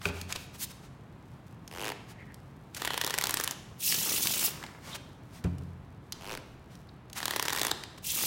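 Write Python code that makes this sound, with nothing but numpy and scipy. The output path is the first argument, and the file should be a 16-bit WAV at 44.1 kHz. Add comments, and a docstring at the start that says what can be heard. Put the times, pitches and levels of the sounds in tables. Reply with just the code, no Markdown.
"""A deck of playing cards is shuffled twice over a cloth-covered table in a small room.
A packet knocks on the table in ringing modes, and the thumb flicks off half the deck in chirping flicks.
The halves riffle together in single snaps, then the arched deck cascades flat in grainy, hissing noise.
Cards and fingers slide, tap and chafe throughout, as shaped noise; a low ventilation hum lies beneath."""
import sys
import numpy as np
from scipy import signal
from scipy.fft import rfft, irfft, next_fast_len
from scipy.io import wavfile
from scipy.ndimage import uniform_filter1d, map_coordinates

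SR = 44100
rng = np.random.default_rng(int(sys.argv[2]) if len(sys.argv) > 2 else 0)


def generate_wav(sig):
    """Save sig (samples, or channels by samples) to the path in sys.argv[1] as 16-bit PCM at SR."""
    pcm = np.round(np.clip(np.atleast_2d(sig).T, -1, 1) * 32767).astype(np.int16)
    wavfile.write(sys.argv[1], SR, pcm)


N = 364266
TIME = np.arange(N) / SR
TOP_HZ = 15900  # upper limit of the whole sound
SIZE = 1024  # samples in one snap
SNAP_S = .005  # snap levels are rms as if all the energy fell within this time
SNAP_T, SNAP_HZ = np.arange(SIZE) / SR, np.fft.rfftfreq(SIZE, 1 / SR)

# spectrum of the ventilation hum: hz, level_db
HUM_COLOUR = [(25, -47.5), (45, -6), (87, -2.5), (132, 1.5), (290, -9), (480, -16), (1000, -17.5),
              (4000, -36.5), (15500, -87)]
# spectrum of card faces and fingers rubbing: hz, level_db
RUB_COLOUR = [(150, -17), (900, 1), (5500, 0.5), (9000, -2.5), (15500, -6.5)]
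# cards sliding over each other, in the hands and as the bridge starts and ends:
# peak_s, level_db, rise_s and fall_s (time to 20 dB below the peak), tilt_db_per_octave
SLIDES = [(.068, -42.5, 0.063, 0.033, -1.5), (0.309, -41.5, 0.028, 0.036, -2.5),
          (0.358, -38.5, 0.0091, 0.016, -4), (.18, -49, 0.073, 0.09, -2), (.42, -52.5, 0.11, 0.057, 0.5),
          (.555, -50, 0.028, 0.02, -0.5), (0.638, -32.5, 0.052, 0.018, 4), (0.713, -47.5, 0.024, 0.011, 0),
          (.845, -57.5, .025, 0.041, -2), (2.11, -52, 0.04, 0.028, -2), (2.768, -36.5, 0.004, 0.021, -1),
          (3.862, -25, .03, 0.083, 11.5), (4.46, -20.5, .035, 0.012, 12.5), (4.89, -46.5, 0.079, 0.1, -2.5),
          (4.957, -39.5, 0.018, 0.014, -2), (5.36, -54, 0.054, 0.065, -1.5),
          (5.441, -41, 0.0014, 0.0092, -3), (6.145, -52, .012, 0.36, -5.5), (6.725, -59.5, 0.034, 0.06, -3),
          (7.183, -35, 0.033, 0.018, -1), (7.98, -46.5, 0.0053, 0.013, -3)]
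# packets and card edges tapping each other: start_s, level_db, centre_hz
TAPS = [(0.0156, -42.5, 1380), (0.0543, -30, 1890), (.087, -42, 3260), (0.2136, -36.5, 3700),
        (0.3242, -29, 3240), (0.3594, -34.5, 3020), (1.677, -43.5, 4540), (2.343, -49, 5570),
        (2.747, -38, 5000), (3.9228, -26.5, 2960), (3.9428, -29, 3470), (4.2709, -23.5, 4230),
        (4.627, -40, 1360), (4.638, -37, 1430), (4.664, -45.5, 1900), (4.96, -51, 3000), (5.583, -54, 4500),
        (6.1225, -33, 4000), (6.753, -53.5, 4200), (7.099, -51, 3740), (7.130, -41, 4720),
        (7.8362, -37, 2440), (8.187, -35, 2900), (8.215, -49, 1710), (8.236, -35.5, 550)]
# the deck knocking on the table:
# start_s, thud_gain_db, contact_cutoff_hz (lower is softer), packet_clack_gain_db
KNOCKS = [(0.0542, -30.5, 1200, -16), (.088, -33, 1070, -36), (5.445, -27, 173, -36.5)]
# modes of the table top, before the contact weighs them: pitch_hz, level_db, t60_s
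TABLE_MODES = [(86.5, -5.5, 1.2), (96, 10.5, 0.12), (135, -4, 0.85), (172, 7, 0.2), (269, -7, 0.42),
               (403, 7, 0.1), (570, -3, 0.13)]
# modes of the stiff packet itself: pitch_hz, level_db, t60_s
PACKET_MODES = [(1430, 4.5, 0.01), (2470, 6.5, 0.014), (2600, 0, 0.013)]

# the thumb running down the deck to split it in half:
# first_card_s, last_card_s, swollen_level_db (of the bending wave), brake (extra last gap, in starting gaps)
SPLITS = [(1.713, 1.919, -35, .8), (6.21, 6.374, -38, 1.4)]
# spectrum of a loosely held card's bending wave: hz, level_db
LOOSE_CARD = [(100, -32), (290, 8.5), (450, 10), (700, 4.5), (900, 7), (1250, 2), (2000, 0.5), (2900, 3.5),
              (4200, -8.5), (15000, -18)]
# spectrum of a card edge clicking: hz, level_db
EDGE_COLOUR = [(800, -10), (2500, 2), (5500, 2), (9000, -1), (15500, -5.5)]
EDGE_TILT, EDGE_TILT_HZ = 0.26, 2800  # stronger clicks reach higher: dB per octave per dB, above this pitch
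CARD_GAP_S, SPEED_UP, BRAKE_CARDS = .0109, .37, .85  # mean gap; share it shrinks by; cards the thumb brakes over
GAP_JITTER = .05  # no two cards leave the thumb quite alike
SPLIT_SWELL_DB, SPLIT_SWELL_SHARE = 10, 0.61  # the purr swells by this much over this share of the run
RUSTLE_DB = -17  # the passing cards brush each other, relative to their flicks

# cards or fingertips chafing in a narrow band:
# peak_s, level_db, half_length_s (where the swell is down to 1/e), centre_hz
CHAFES = [(2.211, -51, 0.029, 1950), (2.3, -57.5, 0.033, 1840), (2.922, -45.5, 0.084, 3040),
          (3.898, -32.5, 0.033, 5270), (4.933, -44.5, 0.017, 3570), (6.129, -37, 0.0034, 4340),
          (6.892, -54.5, 0.0033, 4030), (8.1, -38, 0.015, 3460)]

# the two riffles: release_s (thumbs start to let go), last_card_s, scrape_db (midway, before it catches),
# first_edge_db and last_edge_db (edge click over bending wave, for a snap of usual level)
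RIFFLES = [(2.726, 3.522, -46, -5.5, 8), (7.17, 7.705, -44.5, -1.5, 1.5)]
# cards snapping off the thumbs: start_s, level_db
SNAPS = [(2.8194, -30), (2.835, -48), (2.849, -29), (2.854, -32.5), (2.875, -27), (2.905, -29.5),
         (2.9342, -34), (2.9419, -31.5), (2.977, -28), (3.0136, -26.5), (3.038, -32.5), (3.046, -28),
         (3.065, -30), (3.0753, -29.5), (3.0978, -34.5), (3.1063, -29), (3.1401, -28), (3.1475, -36),
         (3.1789, -31.5), (3.1857, -24), (3.2118, -28.5), (3.223, -32.5), (3.239, -24), (3.256, -34),
         (3.27, -27), (3.2942, -29.5), (3.3077, -27.5), (3.3411, -24), (3.3708, -27.5), (3.3763, -39),
         (3.3989, -27), (3.41, -31.5), (3.438, -29), (3.4428, -30.5), (3.4762, -27), (3.5099, -30.5),
         (7.2028, -35), (7.2293, -31), (7.2557, -26.5), (7.2804, -29.5), (7.3086, -28), (7.3359, -31.5),
         (7.3614, -26.5), (7.3661, -33), (7.3964, -25.5), (7.426, -28), (7.453, -31.5), (7.4576, -33),
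         (7.4823, -26.5), (7.496, -33), (7.5035, -30.5), (7.5259, -31.5), (7.5308, -27.5), (7.5487, -33.5),
         (7.5619, -30.5), (7.5746, -30.5), (7.5853, -32.5), (7.5947, -32), (7.6015, -36), (7.6152, -25),
         (7.632, -28.5), (7.6494, -27), (7.6679, -27), (7.6821, -35), (7.6956, -41), (7.711, -35.5),
         (7.7141, -23.5)]
# spectrum of a tightly bent card's bending wave: hz, level_db
BENT_CARD = [(100, -25), (300, -1), (430, 0.5), (680, -2), (1020, 5.5), (1350, -2), (1900, 4.5),
             (2500, -14.5), (3400, -0.5), (5500, -12.5), (15000, -44.5)]
# spectrum of card edges scraping down the thumbs: hz, level_db
SCRAPE_COLOUR = [(150, -8), (900, 4), (3300, 2.5), (4600, -1), (9000, -5.5), (15500, -8.5)]
SCRAPE_RISE_S, SCRAPE_FALL_S = 0.029, 0.0089
SCRAPE_SWELL_DB = 2.5  # the thumbs bear down harder as the packets thin
CATCH_RATE, CATCH_DB = 110, 3.5  # the scrape catches and slips: random knots a second, depth
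USUAL_DB, EDGE_GROWS = -29.5, 0.22  # a harder snap is brighter: dB of edge click per dB above the usual level
EDGE_SPREAD_DB = 3  # card-to-card spread of the edge click
SLAP_S, SLAP_DB = 0.0017, -8  # mean delay and level of the softer slap onto the pile
SLAP_EDGE_DB = 3.5  # the slap has this much more edge click over its bending wave
DRAG_S, DRAG_DB = 0.00027, -4.5  # the edge drags harder and harder just before it lets go

# the bridge, arched cards cascading flat: first_card_s, length_s, hiss_db
BRIDGES = [(3.776, 0.7, -29), (8.017, .668, -29.5)]
# spectrum of cards slipping off each other: hz, level_db
HISS_COLOUR = [(500, -63), (1700, -8), (2700, 6), (4700, 4.5), (5400, 7), (6400, 7), (11000, 5),
               (15500, 6.5)]
# spectrum of cards landing on the pile: hz, level_db
FLUTTER_COLOUR = [(70, -16), (170, 5), (400, 5.5), (560, 0.5), (900, 2.5), (2200, -1), (4000, -30)]
HISS_RISE_S, HISS_FALL_DB_PER_S = 0.05, 379
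FLUTTER_DB, FLUTTER_DELAY_S, FLUTTER_FALL_DB_PER_S = -16, 0.077, 38  # landings, level relative to the hiss
# bunches of cards dropping from the bridge onto the fingers: start_s, level_db
THUMPS = [(3.972, -38), (4.17, -47), (4.511, -42), (4.567, -43)]
THUMP_HZ, THUMP_T60_S = 156, 0.21

# decay of the room: hz, t60_s
ROOM_DECAY = [(150, 0.92), (2500, 0.83), (8000, 0.76), (15000, 0.51)]
# colour of the room's answer: hz, level_db
WALL_COLOUR = [(400, 2.5), (950, 0), (3200, 0.5), (5500, -2), (15000, -10)]


def amp(db):
    """Decibels to gain."""
    return 10 ** (np.asarray(db) / 20)


def unit(x):
    """Scale to rms 1."""
    return x / np.sqrt(np.mean(x ** 2) + 1e-20)


def along(points, hz):
    """Read (hz, value) points on a log frequency axis."""
    f, v = np.transpose(points)
    return np.interp(np.log(hz + 1), np.log(f), v)


def filtered(x, response):
    """Shape x with a gain that depends on frequency."""
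    size = next_fast_len(len(x) + SR // 10)
    return irfft(rfft(x, size) * response(np.fft.rfftfreq(size, 1 / SR)), size)[:len(x)]


def coloured(x, spectrum, tilt_db=0):
    """Shape x with a spectrum, tilted per octave, at rms 1."""
    return unit(filtered(x, lambda hz: amp(along(spectrum, hz) + tilt_db * np.log2(hz + 1))))


def add(track, s, sound):
    """Mix a sound into the track at time s."""
    start = max(round(s * SR), 0)
    track[start:start + len(sound)] += sound[:max(N - start, 0)]


def onset(t, rise_s):
    """A smooth rise from 0 to 1 that starts at t = 0."""
    return 1 - np.exp(-(np.maximum(t, 0) / rise_s) ** 2)


def wobble(rate):
    """A smooth random curve, rate knots a second, clipped to -2 and 1."""
    knots = TIME * rate
    return map_coordinates(rng.standard_normal(2048), [knots], mode="mirror").clip(-2, 1)


def ripple(step_hz):
    """A smooth random curve over frequency: no two cards are bent alike."""
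    knots = SNAP_HZ / step_hz
    return map_coordinates(rng.standard_normal(64), [knots], mode="mirror")


def band(hz, centre, width):
    """Gain of one resonance, its width in octaves."""
    return 1 / np.sqrt(1 + (np.log2((hz + 1) / centre) / width) ** 2)


def ringing(modes, t, contact):
    """Damped modes, each as strong as the contact drives it."""
    out = 0
    for hz, level_db, t60 in modes:
        out = out + contact(hz) * amp(level_db - 60 * t / t60) * np.sin(2 * np.pi * hz * t)
    return out


def friction(rate, grain, spread_db):
    """Smooth rubbing noise with tiny stick-slip impulses, rate a second on average."""
    struck = rng.random(N) < rate / SR
    strength = amp(spread_db * np.clip(rng.standard_normal(N), -2, 2))
    slips = struck * rng.choice([-1, 1], N) * strength
    return unit(rng.standard_normal(N) + grain * unit(slips))


def burst(t60, rise):
    """Spectrum of a puff of noise that builds up and dies, mean power 1."""
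    puff = rng.standard_normal(SIZE) * amp(-60 * SNAP_T / t60) * onset(SNAP_T, rise)
    return rfft(puff / np.linalg.norm(puff))


def snap(excitation, colour_db):
    """A short excitation through a causal colour, at level 1."""
    # folding the cepstrum gives the minimum-phase version of the colour
    cepstrum = irfft(np.log(amp(colour_db) + 1e-6))
    cepstrum[1:SIZE // 2] *= 2
    cepstrum[SIZE // 2 + 1:] = 0
    sound = irfft(excitation * np.exp(rfft(cepstrum)))
    return sound * np.sqrt(SNAP_S * SR) / np.linalg.norm(sound)


def flick(card, edge_db, travel_s, scatter, rattle_t60):
    """One released card: its edge clicks and a bending wave runs along it."""
    # bending waves travel at a speed that goes with the root of frequency, so the snap chirps downward
    delay = travel_s * amp(rng.normal(0, 2)) * np.sqrt(1000 / (SNAP_HZ + 100))
    chirp = np.exp(-2j * np.pi * np.cumsum(delay - delay[-1] / 2) * SR / SIZE)
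    rattle = scatter * burst(rattle_t60, rise=0.0013)
    wave = snap(chirp + rattle, along(card, SNAP_HZ) + 2 * ripple(980))
    bright_db = EDGE_TILT * edge_db * np.log2(np.maximum(SNAP_HZ / EDGE_TILT_HZ, 1))
    edge_puff = burst(0.0026, rise=0.00049) + 0.24 * burst(0.0073, rise=0.0014)
    click = snap(edge_puff, along(EDGE_COLOUR, SNAP_HZ) + bright_db + 2 * ripple(1700))
    return wave + amp(edge_db) * click


def ventilation_hum():
    """Steady noise with its weight in the lows."""
    return amp(-50) * coloured(rng.standard_normal(N), HUM_COLOUR)


def handling():
    """Held cards never lie quite still: a faint, uneven rustle with tiny ticks."""
    return amp(-72 + 2.7 * wobble(14)) * coloured(friction(160, 0.79, 6.5), RUB_COLOUR)


def slides():
    """Cards rub over each other in grainy strokes that swell and fade, each with its own brightness."""
    out, rub, size = np.zeros(N), friction(1200, 0.2, 6), SR // 2
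    for s, db, rise, fall, tilt_db in SLIDES:
        start = max(round(s * SR) - size // 2, 0)
        t = TIME[start:start + size] - s
        distance = np.maximum(-t / rise, t / fall).clip(0)
        swell = amp(db - 20 * distance ** 2.2)
        out[start:start + size] += swell * coloured(rub[start:start + size], RUB_COLOUR, tilt_db)
    return out


def taps():
    """Card stock clacks: a short noise burst through one broad, quickly damped resonance."""
    out = np.zeros(N)
    for s, db, hz in TAPS:
        resonance_db = 20 * np.log10(band(SNAP_HZ, hz, 0.88))
        colour_db = resonance_db - 1.6 * np.log2((SNAP_HZ + 1) / hz) ** 2
        add(out, s, amp(db) * snap(burst(0.016, rise=0.00044), colour_db))
    return out


def knocks():
    """The packet clacks, thuds on the cloth and rings the table; a soft contact leaves only the low modes."""
    out, t = np.zeros(N), TIME[:SR]
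    for s, db, soft_hz, clack_db in KNOCKS:
        contact = lambda hz: (hz / soft_hz) ** 0.33 / np.sqrt(1 + (hz / soft_hz) ** 3.8)
        # the crowded higher modes blur into a short rattle
        blur = unit(filtered(rng.standard_normal(SR), lambda hz: contact(hz) * hz / (hz + 300)))
        rattle = blur * amp(-4.5 - 60 * t / 0.14)
        thud = amp(db) * (ringing(TABLE_MODES, t, contact) + rattle) * (1 - np.exp(-t / 0.0042))
        clack = amp(clack_db) * ringing(PACKET_MODES, t, np.ones_like) * onset(t, 0.0014)
        add(out, s, thud + clack)
    # the table is too small to radiate deep bass
    return signal.sosfilt(signal.butter(4, 45, "high", fs=SR, output="sos"), out)


def splits():
    """Loose cards flip to the other hand in a rustling purr that quickens and swells until the thumb brakes."""
    out, brush = np.zeros(N), np.zeros(N)
    for start, end, db, brake in SPLITS:
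        cards = np.arange(round((end - start) / CARD_GAP_S))
        gaps = 1 - SPEED_UP * cards / len(cards) + brake * np.exp(-cards[::-1] / BRAKE_CARDS)
        gaps = gaps * (1 + GAP_JITTER * rng.standard_normal(len(gaps)))
        for progress in np.append(0, np.cumsum(gaps)) / gaps.sum():
            s = start + progress * (end - start)
            gain = amp(db + SPLIT_SWELL_DB * min(progress / SPLIT_SWELL_SHARE - 1, 0))
            add(out, s, gain * flick(LOOSE_CARD, edge_db=-7, travel_s=.002, scatter=.5, rattle_t60=.024))
            add(brush, s - SNAP_T.mean(), gain * np.hanning(SIZE))
    return out + amp(RUSTLE_DB) * brush * coloured(friction(1000, .5, 5), RUB_COLOUR)


def chafes():
    """Cards or fingertips chafe: noise in a narrow band swells and fades."""
    out, t = np.zeros(N), TIME[:SR // 2]
    for s, db, half, centre in CHAFES:
        noise = unit(filtered(rng.standard_normal(len(t)), lambda hz: band(hz, centre, 0.2) ** 2))
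        add(out, s - t.mean(), amp(db) * noise * np.exp(-((t - t.mean()) / half) ** 2))
    return out


def bent_flick(edge_db):
    """A tightly bent card springs free, with a shorter chirp than a loose one."""
    return flick(BENT_CARD, edge_db, travel_s=0.001206, scatter=0.62, rattle_t60=0.014)


def riffles():
    """Bent cards snap down from both thumbs, their edge clicks growing, over a scrape that catches and slips."""
    out, pull = np.zeros(N), np.zeros(N)
    for start, end, scrape_db, *_ in RIFFLES:
        progress = np.clip((TIME - start) / (end - start), 0, 1)
        gate = onset(TIME - start, SCRAPE_RISE_S) * np.exp(-np.maximum(TIME - end, 0) / SCRAPE_FALL_S)
        pull += gate * amp(scrape_db + SCRAPE_SWELL_DB * (progress - .5) + CATCH_DB * wobble(CATCH_RATE))
    for s, db in SNAPS:
        start, end, _, first_db, last_db = min(RIFFLES, key=lambda row: abs(row[0] - s))
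        edge_db = np.interp(s, (start, end), (first_db, last_db))
        edge_db += EDGE_GROWS * (db - USUAL_DB) + EDGE_SPREAD_DB * rng.standard_normal()
        gain = amp(db) / np.hypot(1, amp(edge_db))  # wave and click together reach the snap level
        add(pull, s - SIZE / SR, gain * amp(DRAG_DB) * np.exp(-SNAP_T[::-1] / DRAG_S))
        add(out, s, gain * bent_flick(edge_db))
        slap_s = s + SLAP_S * (rng.random() + .5)
        add(out, slap_s, gain * amp(SLAP_DB) * bent_flick(edge_db + SLAP_EDGE_DB))
    return out + pull * coloured(friction(770, 0.36, 14.0), SCRAPE_COLOUR)


def bridge():
    """The arched cards slip off each other in a grainy hiss and flutter onto the pile."""
    # each passing card brings out its own bands for a few milliseconds
    z = signal.stft(friction(3000, .6, 3.5), nperseg=128)[2]
    patches = uniform_filter1d(rng.standard_normal(z.shape), size=4, axis=0)
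    patches = unit(uniform_filter1d(patches, size=5, axis=1))
    bunches = unit(uniform_filter1d(rng.standard_normal(z.shape[1]), size=6))
    grainy = signal.istft(z * amp(2.7 * patches + 1.9 * bunches), nperseg=128)[1][:N]
    hiss = coloured(grainy, HISS_COLOUR)
    # each landing is a short papery pat on a soft rustle, 120 a second on average
    landings = (rng.random(N) < 120 / SR) * amp(3 * rng.standard_normal(N).clip(-2, 1))
    pats = signal.fftconvolve(landings, np.exp(-SNAP_T / 0.0033))[:N]
    flutter = coloured((pats + 0.35) * rng.standard_normal(N), FLUTTER_COLOUR)
    out = np.zeros(N)
    for start, length, db in BRIDGES:
        t = TIME - start
        after = np.maximum(t - length, 0)
        hiss_gain = amp(db - HISS_FALL_DB_PER_S * after)
        flutter_gain = amp(db + FLUTTER_DB - FLUTTER_FALL_DB_PER_S * after)
        out += onset(t, HISS_RISE_S) * hiss_gain * hiss
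        out += onset(t - FLUTTER_DELAY_S, HISS_RISE_S) * flutter_gain * flutter
    return out


def thumps():
    """The fingers under the bridge catch falling cards with a soft, low thump of decaying noise."""
    out, t = np.zeros(N), TIME[:SR // 2]
    for s, db in THUMPS:
        noise = unit(filtered(rng.standard_normal(len(t)), lambda hz: band(hz, THUMP_HZ, 0.29) ** 3))
        add(out, s, noise * onset(t, 0.0095) * amp(db - 60 * t / THUMP_T60_S))
    return out


def room(x):
    """Bare walls answer with a diffuse noise tail, redrawn every quarter second as the hands move."""
    out, hop = np.zeros(N), SR // 4
    for start in range(0, N, hop):
        hz, t, z = signal.stft(rng.standard_normal(SR * 3 // 4), SR, nperseg=256)
        decay = amp(-60 * t / along(ROOM_DECAY, hz)[:, None])
        tail = signal.istft(z * decay, SR, nperseg=256)[1]
        tail = filtered(tail, lambda f: amp(along(WALL_COLOUR, f)))
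        answer = signal.fftconvolve(x[start:start + hop], tail / np.linalg.norm(tail))
        add(out, start / SR + .005, answer)  # the answer starts 5 ms late
    return out


def scene():
    """Cards and table in the room, over a low ventilation hum."""
    rubs_and_taps = handling() + slides() + taps() + chafes()
    shuffle = knocks() + splits() + riffles() + bridge() + thumps()
    cards = rubs_and_taps + shuffle
    return (cards + amp(-13.0) * room(cards) + ventilation_hum())[None]


def record(dry):
    """Cut everything from TOP_HZ up."""
    return np.array([filtered(channel, lambda hz: hz < TOP_HZ) for channel in dry])


dry = scene()
out = record(dry)
generate_wav(out)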